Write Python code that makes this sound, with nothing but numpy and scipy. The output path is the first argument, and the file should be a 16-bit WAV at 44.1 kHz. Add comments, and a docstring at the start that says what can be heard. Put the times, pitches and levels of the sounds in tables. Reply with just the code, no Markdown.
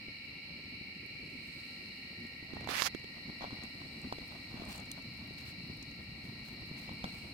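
"""Campfire and night insects

A wood fire burns in a metal pit at night, inside a chorus of crickets and katydids, over a steady microphone hiss.
Filtered noise makes the flames, the hiss, the jets of steam and the finger's rub; short pulses make pops and knocks.
Snapping logs are ringing noise bursts, singing insects are strings of sine syllables, and faint tones waver.
A finger shifts its grip on the hand-held camera and rubs across the right microphone port."""
import sys
import numpy as np
from scipy import signal
from scipy.fft import rfft, irfft, next_fast_len
from scipy.io import wavfile

SR = 44100
rng = np.random.default_rng(int(sys.argv[2]) if len(sys.argv) > 2 else 0)


def int16_out(signal):
    """Quantize to a 16-bit WAV file."""
    q = np.round(np.clip(np.atleast_2d(signal).T, -1, 1) * 32767)
    wavfile.write(sys.argv[1], SR, q.astype(np.int16))


N = 323470
TIME = np.arange(N) / SR  # seconds
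EDGE_HZ = 15900  # upper limit of the sound that is kept


def from_db(db):
    """Turns decibels into a gain."""
    return 10 ** (np.asarray(db) / 20)


def unit(x):
    """Scales a sound to an rms (average strength) of one."""
    return x / np.sqrt(np.mean(x ** 2) + 1e-20)


def follow(rows):
    """Draws straight lines between the rows of a curve, giving each column sample by sample."""
    seconds, *columns = np.transpose(rows)
    return [np.interp(TIME, seconds, column) for column in columns]


def read(points, hz):
    """Looks up a spectrum between its points, on a log-frequency axis."""
    point_hz, value = np.transpose(points)
    return np.interp(np.log(hz + 1), np.log(point_hz + 1), value)


def colour(x, gain):
    """Filters a sound by a gain that is a function of frequency."""
    size = next_fast_len(N + 4096)
    hz = np.fft.rfftfreq(size, 1 / SR)
    return irfft(rfft(x, size) * gain(hz), size)[..., :N]


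def shaped(x, points):
    """Gives a sound the spectrum in a table, at unit level."""
    return unit(colour(x, lambda hz: from_db(read(points, hz))))


def drift(rate_hz):
    """Wanders by chance at unit size, joining 2 * rate_hz random points a second until 4096 run out."""
    knots = rng.standard_normal(4096)
    return unit(np.interp(TIME * rate_hz * 2, np.arange(len(knots)), knots))


def panned(db):
    """Left and right gains for a left-minus-right level difference."""
    return from_db(np.array([db, -db]) / 2)


def add(mix, s, sound):
    """Mixes a short two-channel sound in, starting at time s."""
    start = max(round(s * SR), 0)
    part = mix[:, start:][:, :sound.shape[1]]
    part += sound[:, :part.shape[1]]


def scatter(x, t60, wet_db):
    """Adds a diffuse tail of echoes, different at each port, that falls 60 dB in t60 seconds."""
    t = np.arange(SR // 2) / SR
    tail = rng.standard_normal((2, len(t))) * from_db(-60 * t / t60)
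    tail /= np.linalg.norm(tail, axis=1, keepdims=True)
    return x + from_db(wet_db) * signal.fftconvolve(x, tail, axes=1)[:, :N]


def pulse(hz, cycles, crack_db, crack_t60):
    """A pressure swing that builds and dies within a few cycles, with a brief midrange crack."""
    t = np.arange(2600) / SR
    swing = np.sqrt(t) * np.exp(-t * hz / cycles) * np.sin(2 * np.pi * hz * t)
    midrange = signal.butter(2, [900, 3900], "band", fs=SR)
    grit = signal.lfilter(*midrange, rng.standard_normal(len(t)))
    crack = (unit(grit) + .14 * rng.standard_normal(len(t))) / 2
    return swing / abs(swing).max() + crack * from_db(crack_db - 60 * t / crack_t60)


def singer(hz, rate, sag_hz, waver_hz, unsteady):
    """Each wing stroke sounds one nearly pure syllable that sags in pitch."""
    strokes = np.cumsum(rate * (1 + unsteady * drift(rate_hz=3))) / SR
    stroke = (strokes + rng.random()) % 1  # 0 to 1 through each stroke
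    pitch = hz - sag_hz * (2 * stroke - 1) + waver_hz * drift(rate_hz=25)
    return np.sin(np.pi * stroke) ** 4 * np.sin(2 * np.pi * np.cumsum(pitch) / SR)


def resonate(x, hz, width_hz):
    """A resonance of gain one that follows a moving pitch: shift it to 0 Hz, smooth, shift back."""
    turn = np.exp(2j * np.pi * np.cumsum(hz) / SR)
    r = np.exp(-np.pi * width_hz / SR)
    return 2 * (turn * signal.lfilter([1 - r], [1, -r], x / turn)).real


# How alike the noise is at left and right. Each row: frequency in Hz, likeness from 0 to 1.
PORT_LIKENESS = [(30, 0.92), (150, 0.96), (300, 0.93), (600, 0.47), (1200, 0), (3000, 0), (9000, 0)]


def paired_noise():
    """White noise that is nearly alike at both ports in the bass and separate in the treble."""
    a, b = rng.standard_normal((2, N))

    def same(hz):
        return np.clip(read(PORT_LIKENESS, hz), 0, .999)

    right = colour(a, same) + colour(b, lambda hz: np.sqrt(1 - same(hz) ** 2))
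    return np.array([a, right])


def flare(start, length):
    """A flare rises over 45% of its length, then sinks back a little more slowly, with a rounded top."""
    return np.interp((TIME - start) / length, [0, .45, 1], [0, 1, 0]) ** .45


# The steady burn, louder by the end as the camera comes close. Each row: time in seconds, rumble in dB,
# dB added in the deep bass, sputter in dB (both levels before the final trim).
STEADY_BURN = [(0, -57, -1.5, -70), (1.3, -52.5, -6, -74), (2.25, -53.5, -4.5, -70.5), (2.6, -55, 0, -66),
               (3.15, -53.5, -1.5, -69), (3.7, -52, -2.5, -67), (4.5, -52, 0.5, -65), (5.4, -55, 4, -69),
               (6.2, -52.5, 1.5, -68), (7.33, -51, 0, -64.5)]
# The flames flare up. Each row: start in seconds, length in seconds, rumble in dB, sputter in dB
# (before the final trim).
FLARE_UPS = [(0.44, 0.19, -53.5, -68.5), (1.193, 0.18, -50.5, -79), (2.175, 0.075, -50, -78),
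             (2.452, 0.32, -50.5, -61), (3.138, 0.06, -62, -61.5), (3.272, 0.045, -47, -66),
             (3.409, 0.076, -52, -49.5), (3.485, 0.23, -52.5, -60), (3.847, 0.078, -54.5, -81),
             (4.028, 0.08, -46.5, -64), (4.3, 0.067, -61, -57), (4.5, 0.24, -52, -56.5),
             (4.693, 0.16, -56, -58), (4.961, 0.039, -67, -59), (5.16, 0.19, -57, -64.5),
             (5.666, 0.083, -50, -65), (5.977, 0.047, -47, -63), (6.225, 0.12, -53.5, -70),
             (7.03, 0.087, -50, -59.5)]
# Tone colour of the rumble, then of the sputter. Each row: frequency in Hz, relative level in dB per Hz.
RUMBLE_COLOUR = [(12, -31), (20, -24), (22, -26), (60, -3), (75, -2), (206, -0.5), (285, -2.5), (318, -8.5),
                 (355, -9.5), (407, -15), (520, -18), (680, -24), (1140, -120)]
SPUTTER_COLOUR = [(200, -59), (450, -9.5), (650, 2), (850, 1.5), (1200, -3.5), (1600, -9), (2200, -20),
                  (3400, -10), (6000, -23.5), (9000, -39)]


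def flames(rumble_db=1.0, flutter_db=2, sputter_db=2, spit_db=2, boom_hz=210, burst_db=-2, bursts_per_s=260):
    """Turbulent burning: a lumpy rumble, and a sputter of tiny bursts that flares with the same lumps."""
    rumble_level, boom, sputter_level = follow(STEADY_BURN)
    rumble, sputter = from_db(rumble_level), from_db(sputter_level)
    for start, length, low_db, high_db in FLARE_UPS:
        swell = flare(start, length)
        rumble = np.hypot(rumble, from_db(low_db) * swell)
        sputter = np.hypot(sputter, from_db(high_db) * swell)
    lumps = drift(rate_hz=32)
    low = shaped(paired_noise() * from_db(flutter_db * lumps), RUMBLE_COLOUR)
    deep = colour(low, lambda hz: 1 / (1 + (hz / boom_hz) ** 4))
    low = low + (from_db(boom) - 1) * deep
    bursts = unit(paired_noise() * (rng.random(N) < bursts_per_s / SR))
    # the bursts stand out more when the sputter is strong
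    flaring = np.interp(20 * np.log10(sputter), [-72, -62], [.3, 1])
    crackly = paired_noise() + from_db(burst_db) * flaring * bursts
    high = shaped(crackly * from_db(spit_db * lumps), SPUTTER_COLOUR)
    return low * rumble * from_db(rumble_db) + high * sputter * from_db(sputter_db)


# Steady hiss of the microphone. Each row: time in seconds, level in dB before level_db is added.
MIC_HISS = [(0, -71.5), (1.0, -72.5), (1.6, -67.5), (2.4, -71), (3.3, -70), (4.6, -67.5), (6.1, -69),
            (7.33, -67.5)]
# Jets of steam. Each row: start in seconds, length in seconds, level in dB.
STEAM_JETS = [(4.677, 0.12, -51), (5.37, 0.086, -61.5), (5.45, 0.08, -57), (6.23, 0.078, -67),
              (6.432, 0.14, -65), (6.765, 0.12, -59), (7.03, 0.3, -65.5)]
# Faint whistles. Each row: middle in seconds, half length in seconds, level in dB.
FAINT_WHISTLES = [(1.58, 0.31, -73.5), (4.05, 0.5, -75), (4.73, 0.07, -65), (7.135, 0.19, -69.5)]
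# Tone colour of the hiss and the jets. Each row: frequency in Hz, relative level in dB per Hz.
HISS_COLOUR = [(2500, 3.5), (5000, 3.5), (6300, -2), (7200, -3.5), (8400, -1), (9800, -5), (12000, -6),
               (14000, -4.5), (15800, -8)]


def hiss_and_steam(level_db=5.0, fizz_db=1, spit_db=3, spits_per_s=220, spit_t60=0.017, whistle_hz=8400,
                   whistle_width_hz=900):
    """A steady microphone hiss; over it, spitting jets of steam open fast and fade, with faint whistles."""
    level, = follow(MIC_HISS)
    whistle, jets = np.zeros(N), np.zeros(N)
    for middle, half, db in FAINT_WHISTLES:
        whistle += from_db(db) * np.exp(-((TIME - middle) / half) ** 2)
    for start, length, db in STEAM_JETS:
        jets += from_db(db) * np.interp((TIME - start) / length, [0, .2, .65, 1], [0, 1, .55, 0])
    # in the jets, each droplet of sap bursts at once and dies in a few milliseconds
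    droplets = (rng.random(N) < spits_per_s / SR) * from_db(spit_db * rng.standard_normal(N))
    keep_per_sample = from_db(-60 / (spit_t60 * SR))
    spitting = unit(.5 + unit(signal.lfilter([1], [1, -keep_per_sample], droplets)))
    fizz = fizz_db * drift(rate_hz=410)  # flickers for the first five seconds, then holds still
    strength = from_db(level + level_db + fizz) + jets * spitting
    narrow = unit(colour(paired_noise(), lambda hz: 1 / (1 + ((hz - whistle_hz) / whistle_width_hz) ** 2)))
    return strength * shaped(paired_noise(), HISS_COLOUR) + whistle * narrow


def swarm(groups, near_db, count=3):
    """In each group countless far singers blur into a band; a few nearer ones keep their syllables."""
    out = np.zeros((2, N))
    for hz, spread_hz, db, rate in groups:
        far = unit(colour(rng.standard_normal((2, N)), lambda f: np.exp(-((f - hz) / spread_hz) ** 2 / 4)))
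        near = np.zeros((2, N))
        offsets = np.linspace(-.7, .7, count)
        for offset, (speed, side) in zip(offsets, rng.uniform(.2, .8, (count, 2))):
            song = singer(hz + offset * spread_hz, rate * (.5 + speed), sag_hz=60, waver_hz=24.85, unsteady=.06)
            near += np.sqrt([[side], [1 - side]]) * song * from_db(2 * drift(rate_hz=1.8))
        near = unit(scatter(near, t60=0.4, wet_db=3.5))
        out += from_db(db) * (far + from_db(near_db) * near)
    return unit(out)


# Groups of crickets, then of katydids. Each row: middle pitch in Hz, spread in Hz, level in dB relative
# to the other groups, typical syllables a second (each singer keeps its own pace around this).
CRICKET_GROUPS = [(1930, 76, -13.5, 40), (2281, 85, -0.5, 55), (2774, 80, -5.5, 68), (2487, 340, -7, 60)]
KATYDID_GROUPS = [(4053, 120, 0.5, 79), (4306, 115, 1, 117), (4760, 170, -7.5, 110), (5155, 190, -10, 180)]
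# Far crickets. Each row: time in seconds, level in dB before crickets_db, left minus right in dB.
CRICKET_CURVE = [(0, -52, 0), (1.5, -52, -1.5), (2.1, -53.5, -0.5), (3.1, -54.5, 1), (6.55, -56, 3.5),
                 (7.05, -53, 1), (7.33, -54.5, 1)]
# The katydids swell and ebb together. Each row: time in seconds, level in dB before katydids_db.
KATYDID_CURVE = [(0, -54.5), (0.65, -54), (1.3, -55.5), (1.63, -52.5), (2.4, -55.5), (3.1, -54.5),
                 (3.6, -52.5), (4.75, -55), (5.9, -53), (6.12, -56), (7.08, -53), (7.33, -55)]


def chorus(crickets_db=3, katydids_db=1.5, swell_db=0.48, katydid_pan_db=0.7):
    """Crickets and, above them in pitch, the rasp of katydids, all round in the trees."""
    low, low_pan = follow(CRICKET_CURVE)
    high, = follow(KATYDID_CURVE)
    crickets = swarm(CRICKET_GROUPS, near_db=-2.5) * from_db(low + crickets_db) * panned(low_pan)
    swell = swell_db * drift(rate_hz=4)
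    katydids = swarm(KATYDID_GROUPS, near_db=-7.5) * from_db(high + katydids_db + swell)
    return crickets + katydids * panned(katydid_pan_db)[:, None]


# The near cricket comes and goes. Each row: time in seconds, level in dB before level_db is added.
TRILL_CURVE = [(0, -82), (1.0, -65), (2.3, -54.5), (3.3, -54), (4.8, -62), (6.9, -58.5), (7.33, -84)]


def near_cricket(hz=1935, rate=45.3, level_db=-1):
    """One trill stands out of the chorus, its syllables smeared by the trees."""
    level, = follow(TRILL_CURVE)
    song = singer(hz, rate, sag_hz=50, waver_hz=15.98, unsteady=0.013)
    smeared = scatter(np.array([song, song]), t60=0.32, wet_db=2)
    return from_db(level + level_db) * unit(smeared)


# Far tones. Each row: pitch in Hz, level in dB at first, level in dB at last, flicker in dB.
FAR_TONES = [(1360, -76.5, -75.5, 1.3), (790, -77.5, -91, 4), (533, -79.5, -82.5, 1.5)]


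def whine(waver_hz=3.53, flickers_per_s=6):
    """Thin, faint tones far off whose pitch and level waver."""
    out = np.zeros(N)
    for hz, first_db, last_db, flicker_db in FAR_TONES:
        pitch = hz + waver_hz * drift(rate_hz=6)
        tone = unit(np.sin(2 * np.pi * np.cumsum(pitch) / SR))
        flicker = flicker_db * drift(rate_hz=flickers_per_s)
        out += tone * from_db(np.linspace(first_db, last_db, N) + flicker)
    return out


# Wood fibres snapping. Each row: time in seconds, peak in dB before the echoes, pitch in Hz.
FIBRE_SNAPS = [(1.063, -51.5, 12500), (1.472, -50, 14000), (2.548, -50, 8400), (2.996, -49, 7500),
               (3.6362, -40, 7000), (4.017, -47, 8500), (4.279, -42, 12500), (4.652, -42, 8700),
               (4.7595, -41, 8300), (4.7792, -38, 6960), (4.801, -39, 6500), (4.857, -47, 6750),
               (4.916, -27.5, 7400), (4.9146, -31, 3850), (5.023, -48, 7500), (5.174, -48, 10500),
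               (5.8272, -39, 6160), (5.913, -48, 7000), (6.531, -47, 14500), (6.675, -50, 13500),
               (6.935, -50, 13000)]


def ticks(t60=0.01, count=170):
    """Snapping fibres: a sharp bright burst each, a few loud and many faint; louder snaps are broader."""
    out, t = np.zeros((2, N)), np.arange(1024) / SR
    faint = []
    for a, b, c in rng.random((count, 3)):
        # faint snaps crowd a little towards the end
        faint.append((N / SR * a ** .65, -61 - 2.8 * np.log(b + .03), 7000 + 7000 * c))
    for s, db, hz in FIBRE_SNAPS + faint:
        sharpness = np.interp(db, [-42, -28], [3.5, 1.4])
        ring = signal.iirpeak(min(hz, EDGE_HZ), sharpness, fs=SR)
        burst = rng.standard_normal((2, len(t))) * from_db(-60 * t / t60)
        snap = signal.lfilter(*ring, burst)
        add(out, s, from_db(db) * snap / abs(snap).max())
    return scatter(out, t60=.05, wet_db=-15)


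# Pockets of gas igniting. Each row: time in seconds, peak of the blow in dB before the echoes, pitch in Hz,
# crack in dB relative to the blow.
GAS_POPS = [(0.083, -37, 278, -18), (0.812, -39, 240, -18), (2.251, -39, 266, -7), (2.427, -38.5, 260, -18),
            (3.409, -33.5, 704, -13), (3.4418, -27, 690, -13), (3.449, -31, 830, -19),
            (3.507, -35.5, 1020, -9), (3.529, -32.5, 230, -24), (3.818, -38, 1020, -13),
            (4.1253, -22, 820, -7), (4.072, -39, 293.5, -16), (4.1847, -33.5, 410, -3),
            (4.542, -34, 258, -12), (4.598, -35.5, 214, -16), (4.62, -34, 332, -10), (4.795, -37, 646, -8),
            (5.308, -36.5, 330, -18), (5.699, -35, 266, -15), (6.713, -36, 220, -20),
            (6.8923, -32.5, 794, -6), (6.914, -38, 252, -7), (7.0419, -26, 636, -2.5),
            (7.0421, -33, 230, -14), (7.046, -35, 700, -6)]


def pops():
    """Each pocket of gas gives a short blow and a crack, which rattle round the bowl."""
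    out = np.zeros((2, N))
    for s, db, hz, crack_db in GAS_POPS:
        wave = pulse(hz, 0.4, crack_db, crack_t60=0.013)
        add(out, s, from_db(db) * np.array([np.roll(wave, 12), wave]))  # left is 12 samples later
    return scatter(out, t60=.05, wet_db=-10)


# Finger rubbing. Each row: time in seconds, left port in dB, right port in dB (both before rub_db),
# squeak share from 0 to 1, pitch in Hz of the gap under the finger.
FINGER_RUB = [(2.684, -66, -44, 0, 900), (2.696, -37, -33, 0, 1000), (2.715, -51, -29, 0, 1120),
              (2.73, -46, -33.5, 0.1, 1300), (2.745, -36, -29, 0, 1490), (2.77, -35, -29, 0.24, 1800),
              (2.795, -43.5, -26, 0.17, 2130), (2.84, -54, -29, 1, 2400), (2.868, -37, -23, 0.63, 2400),
              (2.877, -52, -27, 0.3, 2400), (2.888, -63, -52, 1, 2400)]
# Tone colour of skin dragging, then of skin squeaking. Each row: frequency in Hz, relative level in dB per Hz.
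DRAG_COLOUR = [(60, -9), (250, -11), (700, -3), (1400, -2.5), (2500, 0), (5000, -3.5), (7200, -12.5),
               (12000, -13.5), (15800, -21)]
SQUEAK_COLOUR = [(100, -34), (1000, 1.5), (2400, -2), (3500, -3), (5200, 4), (6800, -1.5), (7600, -9),
                 (10400, -13), (11300, -6), (15800, -21)]
# Finger knocking on the case. Each row: time in seconds, peak of the knock in dB at the right port,
# pitch in Hz, crack in dB relative to the knock, left port in dB relative to the right.
CASE_KNOCKS = [(2.535, -30.5, 328, -7, -30), (2.5686, -28.5, 745, -17, -20), (2.574, -39, 300, -16, -21),
               (2.609, -36, 510, 2.5, -12), (2.644, -40, 604, 4, -7), (2.6741, -23, 840, -4, -11),
               (2.6892, -25.5, 1490, 1, -22), (2.6913, -27.5, 388, 3, -29), (2.821, -9.5, 1760, 0, -22),
               (2.9484, -25, 326, -4, -16), (3.043, -37.5, 388, 0, -20)]


def finger(rub_db=-3, grain_db=1.5, gap_db=5):
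    """Skin knocks on the case and drags over the right port in tiny slips; the gap shrinks, rising in pitch."""
    left, right, squeak, gap_hz = follow(FINGER_RUB)
    squeak = np.clip(squeak, 0, 1)
    grain = drift(rate_hz=600) + .5 * drift(rate_hz=90)
    slips = rng.standard_normal((2, N)) * from_db(grain_db * grain)
    drag = shaped(slips, DRAG_COLOUR)
    drag = unit(drag + from_db(gap_db) * resonate(drag, gap_hz, width_hz=870))
    touching = (TIME > FINGER_RUB[0][0]) & (TIME < FINGER_RUB[-1][0])
    skin = (1 - squeak) * drag + squeak * shaped(slips, SQUEAK_COLOUR)
    out = skin * from_db(np.array([left, right]) + rub_db) * touching
    for s, db, hz, crack_db, left_db in CASE_KNOCKS:
        knock = pulse(hz, .55, crack_db, crack_t60=.014)
        add(out, s, from_db(db) * from_db([[left_db], [0]]) * knock)
    return out


def scene():
    """The fire, the microphone hiss, the insects, the far tones and the hand on the camera."""
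    fire = flames() + hiss_and_steam() + ticks() + pops()
    insects = chorus() + near_cricket()
    return fire + insects + whine() + finger()


def record(dry):
    """The recorder's band limit: a steep filter removes what lies above EDGE_HZ."""
    low_pass = signal.firwin(511, EDGE_HZ, window=("kaiser", 9), fs=SR)
    return signal.oaconvolve(dry, low_pass[None], "same")


dry = scene()
out = record(dry)
int16_out(out)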